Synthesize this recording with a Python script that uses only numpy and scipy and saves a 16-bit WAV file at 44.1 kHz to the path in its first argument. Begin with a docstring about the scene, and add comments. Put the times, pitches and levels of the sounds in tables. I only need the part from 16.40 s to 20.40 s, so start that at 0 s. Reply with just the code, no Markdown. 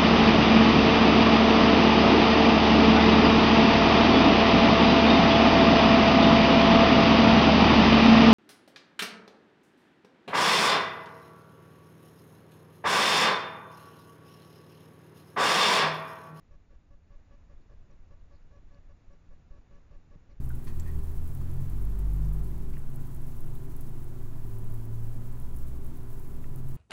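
"""A trail camera's own electronics, heard on its microphone in a quiet garden at night.
Five times a second a burst of current, probably a write to the memory card, leaks into the
microphone input as a soft thump and a short buzz. A second, slightly slower throb drifts against it.
Out in the garden a hedgehog faintly stirs the leaves as it walks up; hiss and rumble lie behind."""
import sys
import numpy as np
from scipy import signal
from scipy.fft import rfft, irfft
from scipy.io import wavfile

SR = 44100
rng = np.random.default_rng(int(sys.argv[2]) if len(sys.argv) > 2 else 0)


def master_out(mix):
    """Clip the mix to full scale and print it as 16-bit PCM to the path in sys.argv[1]."""
    frames = np.transpose(np.atleast_2d(mix))
    ceiling = np.clip(frames, -1, 1)
    pcm = np.round(ceiling * 32767).astype(np.int16)
    wavfile.write(sys.argv[1], SR, pcm)


N = 176400


def card_writes():
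    """Each burst switches a load on and off, with a stuttering buzz and noisy hash while it lasts."""
    # bursts of current: t/s, length/s, buzz gain/dB, hash gain/dB, stalls per s
    bursts = [(0.109, 0.047, -2, 1, 50), (0.304, 0.056, -4.5, 1.5, 25), (0.507, 0.04, -2, -2.5, 12),
              (0.705, .052, -1.5, 0, 35), (.908, 0.049, 0, 2.5, 40), (1.094, 0.046, -0.5, 3, 35),
              (1.296, 0.047, 1, -0.5, 25), (1.5, 0.042, -2, 3.5, 45), (1.708, 0.035, 1, -0.5, 20),
              (1.910, 0.042, -0.5, 0, 8), (2.110, 0.08, 0.5, -2, 14), (2.309, 0.081, -1, 0.5, 20),
              (2.493, 0.031, 0.5, -5, 8), (2.702, .050, -1, 1.5, 25), (2.907, .033, -1, -3, 8),
              (3.109, .081, -0.5, 0, 16), (3.309, 0.081, -1.5, 3.5, 35), (3.51, 0.055, 0.5, 2, 50),
              (3.708, 0.053, 0.5, 1, 40), (3.892, 0.042, -2.5, 3, 50)]
    # partials of the buzz: harmonic number, relative level/dB
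    harmonics = [(1, 1), (2, -4.5), (3, -10), (4, -26), (5, -26), (7, -29), (8, -28), (9, -26), (10, -24)]
    # spectrum of the hash: f/Hz, relative level/dB
    hash_spectrum = [(30, -8), (130, 2.5), (300, 0.5), (700, -13), (1500, -20.5), (2600, -20), (3500, -30),
                     (7000, -34.5)]
    buzz_hz, edge_s, stall_s, slip_cycles = 567.7, .004, .0025, .65
    t = np.arange(N) / SR
    load, buzz_gain, hash_gain, stall_rate = np.zeros((4, N))
    for start, length, buzz_db, hash_db, stalls_per_s in bursts:
        gate = np.clip(np.minimum(t - start, start + length - t) / edge_s + .5, 0, 1)
        load += gate
        buzz_gain += gate * amp(buzz_db)
        hash_gain += gate * amp(hash_db)
        stall_rate += gate * stalls_per_s
    # a write hesitates: the load drops, the buzz dips and slips out of step
    stalls = (rng.random(N) < stall_rate / SR) * rng.uniform(.5, 1.5, N)
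    pause = signal.oaconvolve(stalls, np.hanning(int(2 * stall_s * SR)), "same")
    cycles = buzz_hz * t - slip_cycles * np.cumsum(pause) / (stall_s * SR)
    tone = sum(amp(db) * np.sqrt(2) * np.sin(2 * np.pi * round(k) * cycles) for k, db in harmonics)
    pause = np.minimum(pause, 1)
    thump = amp(-39) * supply_leak(load * (1 - .55 * pause))
    buzz = amp(-69) * buzz_gain * (1 - .7 * pause) * tone
    return thump + buzz + amp(-69.5) * hash_gain * noise(hash_spectrum)


def throb():
    """A second regular load on the supply: a slight dip, then a surge that dies away."""
    first_s, period_s = .7285, .2158
    rise_s, fall_s, dip_lead_s, dip_width_s = .014, .024, .0023, .0059
    t, current = np.arange(N) / SR, np.zeros(N)
    for start in np.arange(first_s, N / SR, period_s):
        age = np.maximum(t - start, 0)
        rise = 1 - np.exp(-(age / rise_s) ** 2)
        fall = np.exp(-np.maximum(age - rise_s, 0) / fall_s)
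        dip = np.exp(-((t - start + dip_lead_s) / dip_width_s) ** 2)
        current += 2 * rise * fall - .4 * dip
    return amp(-38.5) * supply_leak(current)


def supply_leak(current):
    """The microphone input passes only changes of the supply: each step becomes a rounded thump."""
    rounding_hz, coupling_hz = 59.7, 13.8
    rounded = signal.lfilter(*signal.butter(1, rounding_hz, fs=SR), current)
    return signal.sosfilt(signal.butter(2, coupling_hz, "high", fs=SR, output="sos"), rounded)


def chirps():
    """A thin high whistle of the electronics flares up in some of the bursts."""
    # flares of the whistle: middle t/s, level/dB
    flares = [(.125, -83), (1.113, -84), (1.515, -80), (2.168, -80), (2.735, -81), (3.355, -82),
              (3.905, -81)]
    length_s = .018
    out, t = np.zeros(N), np.arange(0, length_s, 1 / SR)
    for middle, db in flares:
        whistle = band(t, hz=5750, octaves=.032)
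        add(out, middle - length_s / 2, amp(db) * np.hanning(len(t)) * whistle)
    return out


def hedgehog():
    """Faint at the microphone: leaves rustle and tick as the animal steps softly on the soil."""
    # stirred leaves: middle t/s, length/s, centre f/Hz, level/dB
    rustles = [(1.22, .03, 4100, -85), (1.955, .09, 4450, -79), (3.92, .04, 4500, -80)]
    # dry leaves ticking: t/s, f/Hz, level/dB
    ticks = [(2.0285, 5100, -65), (2.346, 4450, -57)]
    # footfalls: t/s, level/dB
    steps = [(3.553, -56), (3.753, -47.5)]
    out = np.zeros(N)
    for middle, length, hz, db in rustles:
        t = np.arange(0, length, 1 / SR)
        grain = amp(2.5 * band(t, hz=167, octaves=.71))  # fast flutter of the level
        rustle = unit(grain * band(t, hz, octaves=.23))
        add(out, middle - length / 2, amp(db) * np.hanning(len(t)) * rustle)
    for start, hz, db in ticks:
        t, envelope = impact(rise_s=.0004, decay_s=.0009)
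        add(out, start, amp(db) * envelope * np.sin(2 * np.pi * hz * t))
    for start, db in steps:
        t, envelope = impact(rise_s=.003, decay_s=.012)
        add(out, start, amp(db) * envelope * band(t, hz=115, octaves=.85))
    return out


def noise_floor():
    """Amplifier hiss and low rumble, a little quieter at first, with a faint steady hum."""
    # spectrum of the hiss: f/Hz, relative level/dB
    hiss_spectrum = [(100, 0.5), (300, 3.5), (600, 0), (1100, -4), (1800, -7), (2850, -11.5), (3180, -18),
                     (3450, -14), (4800, -19), (6400, -19), (6850, -15.5), (7400, -21.5)]
    # spectrum of the rumble: f/Hz, relative level/dB
    rumble_spectrum = [(5, -5), (25, 0), (50, -3.5), (80, -4), (120, -10.5), (165, -15.5), (250, -19),
                       (500, -34), (1500, -66)]
    # drift of hiss and rumble together: t/s, gain/dB
    drift = [(0, -1.5), (.62, -3.5), (.74, 0), (2, 0.05), (4, 0)]
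    # partials of the hum: f/Hz, level/dB
    hum_partials = [(81.5, -70), (163, -76)]
    t = np.arange(N) / SR
    hum = sum(amp(db) * np.sqrt(2) * np.sin(2 * np.pi * (hz * t + rng.random()))
              for hz, db in hum_partials)
    gain = amp(np.interp(t, *np.transpose(drift)))
    hiss = amp(-70.5) * noise(hiss_spectrum)
    rumble = amp(-58) * noise(rumble_spectrum)
    return gain * (hiss + rumble) + hum


def amp(db):
    """Decibels to gain."""
    return 10 ** (np.asarray(db) / 20)


def unit(x):
    """Scales to an rms of one."""
    return x / np.sqrt(np.mean(x ** 2) + 1e-20)


def add(mix, start_s, sound):
    """Mixes a sound in at a time."""
    part = mix[max(round(start_s * SR), 0):][:len(sound)]
    part += sound[:len(part)]


def impact(rise_s, decay_s):
    """Time axis and envelope of a small knock: linear rise, exponential decay."""
    t = np.arange(0, 10 * decay_s, 1 / SR)
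    return t, np.minimum(t / rise_s, 1) * np.exp(-t / decay_s)


def noise(spectrum):
    """Steady noise of unit rms, shaped by rows of f/Hz, relative level/dB."""
    hz, db = np.transpose(spectrum)
    gain = amp(np.interp(np.log(np.fft.rfftfreq(N, 1 / SR) + 1), np.log(hz), db))
    return unit(irfft(rfft(rng.standard_normal(N)) * gain, N))


def band(t, hz, octaves):
    """A short stretch of noise around one frequency."""
    away = np.log2((np.fft.rfftfreq(N, 1 / SR) + 1) / hz) / octaves
    return unit(irfft(rfft(rng.standard_normal(N)) * np.exp(-.5 * away ** 2), N)[:len(t)])


def scene():
    """Everything that reaches the camera's one channel."""
    return (card_writes() + throb() + chirps() + noise_floor() + hedgehog())[None]


def record(dry):
    """The camera's narrow band limit, with soft ends."""
    cutoff_hz, fade_s = 7350, .004
    t = np.arange(N) / SR
    fade = np.minimum(np.minimum(t, t[-1] - t) / fade_s, 1)
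    lowpass = signal.firwin(401, cutoff_hz, window=("kaiser", 8), fs=SR)
    return signal.oaconvolve(dry * fade, lowpass[None], "same")


dry = scene()
out = record(dry)
master_out(out)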